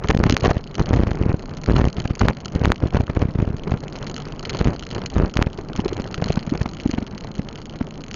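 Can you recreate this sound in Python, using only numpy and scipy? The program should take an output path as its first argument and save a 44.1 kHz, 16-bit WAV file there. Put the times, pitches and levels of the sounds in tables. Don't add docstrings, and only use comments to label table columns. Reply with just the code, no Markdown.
import sys
import numpy as np
from scipy import signal
from scipy.fft import rfft, irfft
from scipy.io import wavfile
from scipy.ndimage import uniform_filter1d

SR = 44100
rng = np.random.default_rng(int(sys.argv[2]) if len(sys.argv) > 2 else 0)


def dump_mix(stems):
    frames = np.atleast_2d(stems).T
    limited = np.clip(frames, -1, 1)
    pcm = np.round(limited * 32767).astype(np.int16)
    wavfile.write(sys.argv[1], SR, pcm)


N = 359415
T = np.arange(N) / SR

# (t/s, duration/s, rumble level/dB, grit level/dB)
GUSTS = [(0.042, 0.0082, -16.5, -24.5), (0.091, 0.018, -33, -8.5), (0.213, 0.24, -24.5, -59),
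         (0.441, 0.072, -17, -15.5), (0.554, 0.024, -39, -32), (0.803, 0.0073, -14.5, -44),
         (0.888, 0.077, -20.5, -50), (1, 0.26, -21.5, -58), (1.243, 0.075, -20, -59),
         (1.697, 0.16, -15, -57), (1.976, 0.035, -21.5, -56), (2.216, 0.096, -18.5, -55),
         (2.536, 0.18, -21.5, -68), (2.841, 0.028, -18.5, -37), (2.952, 0.061, -20.5, -32.5),
         (3.174, 0.047, -21, -36), (3.402, 0.1, -22, -47), (3.669, 0.077, -22, -55),
         (3.93, 0.45, -32.5, -42), (4.47, 0.25, -24, -37), (4.61, 0.13, -27.5, -52), (4.94, 0.11, -24, -42),
         (5.165, 0.082, -14, -41), (5.382, 0.026, -19, -24), (5.767, 0.36, -29, -65),
         (6.155, 0.19, -28, -67), (6.517, 0.1, -24, -63)]
# (t/s, level/dB)
EDDIES = [(.046, -5), (.096, 4), (.202, 7), (.209, -1), (.235, 0), (0.244, -13), (0.266, 2), (0.297, -4),
          (.302, 6.5), (0.339, 0), (0.432, -5), (0.462, -2), (.48, 6), (.487, -27), (0.509, 2.5), (.569, 1),
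          (.803, 1), (0.814, -2), (0.909, 6.5), (.933, 2), (0.938, -0.5), (0.944, -3), (0.956, -3.5),
          (.96, 1.5), (0.971, 1), (0.996, 7), (1.004, 4), (1.029, -12), (1.035, 3.5), (1.073, -2),
          (1.08, -9), (1.116, -2.5), (1.214, 5.5), (1.238, -15), (1.263, 2.5), (1.296, 1), (1.343, 0),
          (1.688, 10), (1.698, 8.5), (1.708, -5), (1.715, 4), (1.742, 5), (1.756, -3), (1.766, 2.5),
          (1.793, 4), (1.798, 5), (1.817, 4), (1.843, 2.5), (1.852, 3.5), (1.874, 3), (1.984, -5),
          (2.056, -3.5), (2.109, 0), (2.216, 6.5), (2.222, 4), (2.236, 2.5), (2.242, -2), (2.254, 2),
          (2.281, -6), (2.291, -5.5), (2.299, -6), (2.551, -8), (2.56, 2.5), (2.617, -0.5), (2.649, 3.5),
          (2.669, -5), (2.677, 3.5), (2.703, 8.5), (2.833, -4.5), (2.838, 6), (2.859, -2.5), (2.947, 6),
          (2.953, -3.5), (2.971, -0.5), (3.003, 2.5), (3.009, -5.5), (3.035, -7), (3.099, -4), (3.109, -15),
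          (3.172, 6.5), (3.222, -1), (3.226, 5.5), (3.255, 0), (3.288, -6.5), (3.357, -1.5), (3.39, 0),
          (3.402, -3), (3.427, 1.5), (3.477, -2.5), (3.505, -4), (3.545, -6), (3.721, 1), (3.741, -4),
          (4.613, 6.5), (4.656, -3), (4.662, 0.5), (4.673, 5.5), (4.685, 0.5), (5.165, 4), (5.172, -6),
          (5.18, -5), (5.191, -6), (5.2, 7.5), (5.21, -6), (5.222, -6), (5.236, 5), (5.366, -2.5),
          (5.392, 7), (5.419, 2), (5.469, -0.5)]
# (t/s, level/dB)
SHUDDERS = [(0.15, 0.5), (0.259, 1), (.270, 0.5), (.326, -2.5), (0.482, 0.5), (2.956, -2), (4.611, -2.5),
            (5.59, -13), (5.794, -1.5), (5.861, -6.5), (5.928, -11), (6.001, -9), (6.184, -8.5),
            (6.225, -4.5), (6.262, -4.5), (6.305, 2), (6.376, -3), (6.478, -11), (6.524, -3.5), (6.554, -5),
            (6.616, 2), (6.661, -8), (6.861, -0.5), (6.896, -8.5), (6.94, -6), (6.985, -4), (7.027, -8.5),
            (7.395, -2), (7.814, -2.5)]


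def amp(db):
    return 10 ** (np.asarray(db) / 20)


def unit(x):
    return x / np.sqrt(np.mean(x ** 2))


def walk(rate_hz):
    k = max(int(SR / rate_hz), 1)
    held = np.repeat(rng.standard_normal(N // 20)[:N // k + 1], k)
    return unit(uniform_filter1d(uniform_filter1d(held, k), k)[:N])


def waver(rate_hz, depth_db):
    return amp(depth_db * np.tanh(walk(rate_hz)))


def noise(points):
    hz, db = np.transpose(points)
    f = np.arange(N // 2 + 1) * SR / N + 1e-3
    gain = amp(np.interp(np.log(f), np.log(hz), db)) * np.minimum(f / hz[0], 1)
    return irfft(rfft(rng.standard_normal(N)) * gain, N) * np.sqrt(SR / 2)


def resonate(x, hz, width_hz):
    b, a = signal.iirpeak(hz, hz / width_hz, fs=SR)
    return signal.lfilter(b, a, signal.lfilter(b, a, x))


def add(track, start_s, sound):
    i = int(start_s * SR)
    lo, hi = max(i, 0), min(i + len(sound), N)
    if hi > lo:
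        track[lo:hi] += sound[lo - i:hi - i]


def hold(start_s, length_s, attack_s, release_s):
    before = np.maximum(start_s - T, 0) / attack_s
    after = np.maximum(T - start_s - length_s, 0) / release_s
    return np.exp(-np.minimum(before + after, 20))


def swing(build_s, flip_s, release_s):
    t = np.arange(-.04, .04, 1 / SR)
    return np.tanh(t / flip_s) * np.exp(-(t / np.where(t < 0, build_s, release_s)) ** 2)


def road():
    # (f/Hz, spectral density level/dB)
    spectrum = [(20, -33), (50, -46.5), (100, -58.5), (150, -56), (250, -58.5), (400, -70.5), (700, -75.5),
                (1300, -83.5), (2000, -100.5), (3000, -101), (4300, -104), (6800, -112)]
    return noise(spectrum) * waver(1.5, 1) * waver(25, 2)


def engine(level_db=-37):
    # (t/s, f/Hz)
    firing = [(0, 48), (5.7, 49.05), (6.6, 50.1), (8.15, 52.64)]
    firing_hz = np.interp(T, *np.transpose(firing)) * (1 + .008 * walk(9))
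    phase = 2 * np.pi * np.cumsum(firing_hz) / SR
    hum = sum(amp(db) * waver(6, 3) * np.sin(k * phase) for k, db in [(2, -6), (3, 0), (4, -5)])
    return amp(level_db) * hum


def airstream(breeze_db=-32, attack_s=.022, release_s=.023):
    gust_power = sum((amp(db) * hold(s, length, attack_s, release_s)) ** 2 for s, length, db, _ in GUSTS)
    return 10 * np.log10(amp(breeze_db) ** 2 + gust_power)


def buffeting(wind_db, level_db=5, hiss_db=-3):
    # (f/Hz, relative level/dB)
    spectrum = [(20, 9.5), (55, -5), (100, -3.5), (150, -5.5), (250, -18.5), (400, -13.5), (700, -22.5),
                (1300, -29), (2600, -40.5), (3400, -62), (6800, -63.5)]
    air = unit(noise(spectrum))
    big = signal.sosfiltfilt(signal.butter(2, 450, fs=SR, output="sos"), air)
    small = signal.sosfilt(signal.butter(2, 330, "high", fs=SR, output="sos"), air - big)
    flanks = unit(uniform_filter1d(np.gradient(big) ** 2, size=60))
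    gust = amp(level_db + wind_db) * waver(70, 5)
    return (big + small * flanks * amp(hiss_db)) * gust


def mount_contacts(beats_per_s=27.6, chatter_db=16, scatter_db=4.8, stray_s=.017, stray_db=-10):
    # (t/s, relative level/dB)
    chatter = [(0, -45.5), (0.3, -42), (0.6, -49), (0.95, -44), (1.4, -54.5), (1.7, -43.5), (2.4, -46.5),
               (2.9, -49.5), (3.3, -56.5), (4.2, -42), (4.33, -52), (4.45, -38), (4.75, -47.5), (5.05, -43),
               (5.65, -52), (5.8, -42), (6.9, -45), (7.85, -50), (8.15, -42.5)]
    # (t/s, level/dB)
    knocks = [(.086, -16.5), (.308, -21.5), (.324, -17.5), (.449, -18.5), (.483, -14), (.504, -15.5),
              (.753, -22), (.796, -22.5), (1.636, -25.5), (1.763, -11), (2.194, -21), (2.457, -21),
              (4.164, -24), (4.452, -18.5), (4.499, -23.5), (4.548, -25), (4.589, -20.5), (4.825, -24),
              (4.912, -21), (5.06, -21), (5.881, -25.5), (6.019, -27), (6.143, -20.5), (6.241, -20),
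              (6.285, -21), (6.322, -24), (6.5, -29), (6.912, -22)]
    later, louder, stray_later, stray_louder = rng.uniform(-1, 1, (400, 4)).T
    beats = np.cumsum(np.exp(.24 * later)) / beats_per_s
    levels = np.interp(beats, *np.transpose(chatter)) + chatter_db + scatter_db * louder
    strays = zip(beats + stray_s * np.exp(stray_later / 2), levels + stray_db + scatter_db * stray_louder)
    return list(knocks) + list(zip(beats, levels)) + list(strays)


def rattle(level_db=3, contact_s=.00022, bounce_s=.0036, bounce_db=-9, push_db=-8, push_hz=500):
    # (f/Hz, bandwidth/Hz, level/dB)
    modes = [(1340, 310, -2.5), (2140, 1200, -1.5), (3004, 710, 0), (4150, 340, -3), (4530, 570, -4),
             (5290, 550, -9), (6480, 1460, -4)]
    age = np.arange(SR // 100) / SR / contact_s
    pulse = age * np.exp(1 - age)
    force = np.zeros(N)
    for (s, db), (gap1, loss1, gap2, loss2) in zip(mount_contacts(), rng.uniform(.2, 1.8, (900, 4))):
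        for gap, loss in [(0, 0), (gap1, loss1), (gap1 + gap2, loss1 + loss2)]:
            add(force, s + bounce_s * gap, amp(db + bounce_db * loss) * pulse)
    ring = np.zeros(N)
    for hz, width_hz, db in modes:
        drive = force * np.sign(rng.standard_normal(N)) * waver(43, 1.3)
        ring += amp(db) * unit(resonate(drive, hz, width_hz))
    push = signal.lfilter(*signal.butter(1, push_hz, fs=SR), force)
    force_rms = np.sqrt(np.mean(force ** 2))
    return amp(level_db) * (unit(ring) * force_rms - amp(push_db) * push)


def grit(level_db=-1, fade_s=.003, eddy_db=-20, shudder_db=-18, crunch_s=.0034, lead_s=.0012):
    # (f/Hz, relative level/dB)
    spectrum = [(450, 9), (1000, -1), (2700, -12), (3300, -18), (6800, -29.5)]
    strength = sum(amp(db) * hold(s, length, fade_s, fade_s) for s, length, _, db in GUSTS)
    crunch = np.zeros(N)
    t = np.arange(-SR // 20, SR // 20) / SR
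    for events, share_db in [(EDDIES, eddy_db), (SHUDDERS, shudder_db)]:
        for s, db in events:
            add(crunch, s - lead_s + t[0], amp(db + share_db) * np.exp(-abs(t) / crunch_s))
    spurts = waver(350, 6) * waver(140, 7)
    return unit(noise(spectrum) * spurts) * np.hypot(amp(level_db) * strength, crunch)


def slaps(lean_s=.005, flip_s=.00093):
    out = np.zeros(N)
    stretches = np.exp(rng.uniform(-1, 1, (len(EDDIES), 3)) / 4)
    for k, ((s, db), stretch) in enumerate(zip(EDDIES, stretches)):
        wave = swing(lean_s * stretch[0], flip_s * stretch[1], lean_s * stretch[2])
        add(out, s - len(wave) / SR / 2, (-1) ** k * amp(db) * wave)
    return out


def surges(level_db=4, edge_s=.00072):
    # (t/s, duration/s)
    pulses = [(.1055, .013), (.1520, .014), (.1695, .019)]
    pressure = sum(np.tanh((T - s) / edge_s) - np.tanh((T - s - length) / edge_s) for s, length in pulses)
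    return amp(level_db) * pressure / 2


def jolts(build_s=.00011, flip_s=.00002, release_s=.00024):
    # (t/s, level/dB)
    hits = [(.1100, 9), (.1740, 0), (.2388, 10), (.2976, 10), (.3677, 4), (2.2850, 14), (2.6558, 15),
            (2.7196, 15), (5.3712, -2), (5.4255, 1)]
    wave = swing(build_s, flip_s, release_s)
    out = np.zeros(N)
    for s, db in hits:
        add(out, s - len(wave) / SR / 2, -amp(db) * wave)
    return out


def shudders(level_db=-2.5, thud_db=-1, thud_s=.0057, flip_s=.00093, centre_hz=215, shake_s=.0042):
    out = np.zeros(N)
    thud = amp(thud_db) * swing(thud_s, flip_s, thud_s)
    t = (np.arange(len(thud)) - len(thud) / 2) / SR
    for (s, db), (octaves, phase) in zip(SHUDDERS, rng.uniform(-1, 1, (len(SHUDDERS), 2))):
        shake = np.cos(2 * np.pi * centre_hz * 2 ** octaves * t + phase) / np.cosh(2 * t / shake_s)
        add(out, s + t[0], amp(db + level_db) * (thud + shake))
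    return out


def scene():
    vehicle = road() + engine()
    wind = buffeting(airstream()) + grit() + slaps() + surges()
    mount = shudders() + jolts() + rattle()
    return (vehicle + wind + mount)[None]


def record(dry):
    saturation, ceiling, headroom = .95, .7, .72
    bass_cut_hz, band_hz, top_hz = 239, 7050, 16500
    saturated = dry / (1 + (dry / saturation) ** 8) ** (1 / 8)
    thin = signal.lfilter(*signal.butter(1, bass_cut_hz, "high", fs=SR), saturated)
    clipped = np.clip(thin, -ceiling, ceiling)
    low_pass = signal.firwin(201, band_hz, window=("kaiser", 8), fs=SR)
    narrow = signal.fftconvolve(clipped, low_pass[None], "same")
    reclipped = np.clip(narrow, -headroom, headroom)
    return signal.sosfilt(signal.ellip(8, .2, 70, top_hz, fs=SR, output="sos"), reclipped)


dry = scene()
out = record(dry)
dump_mix(out)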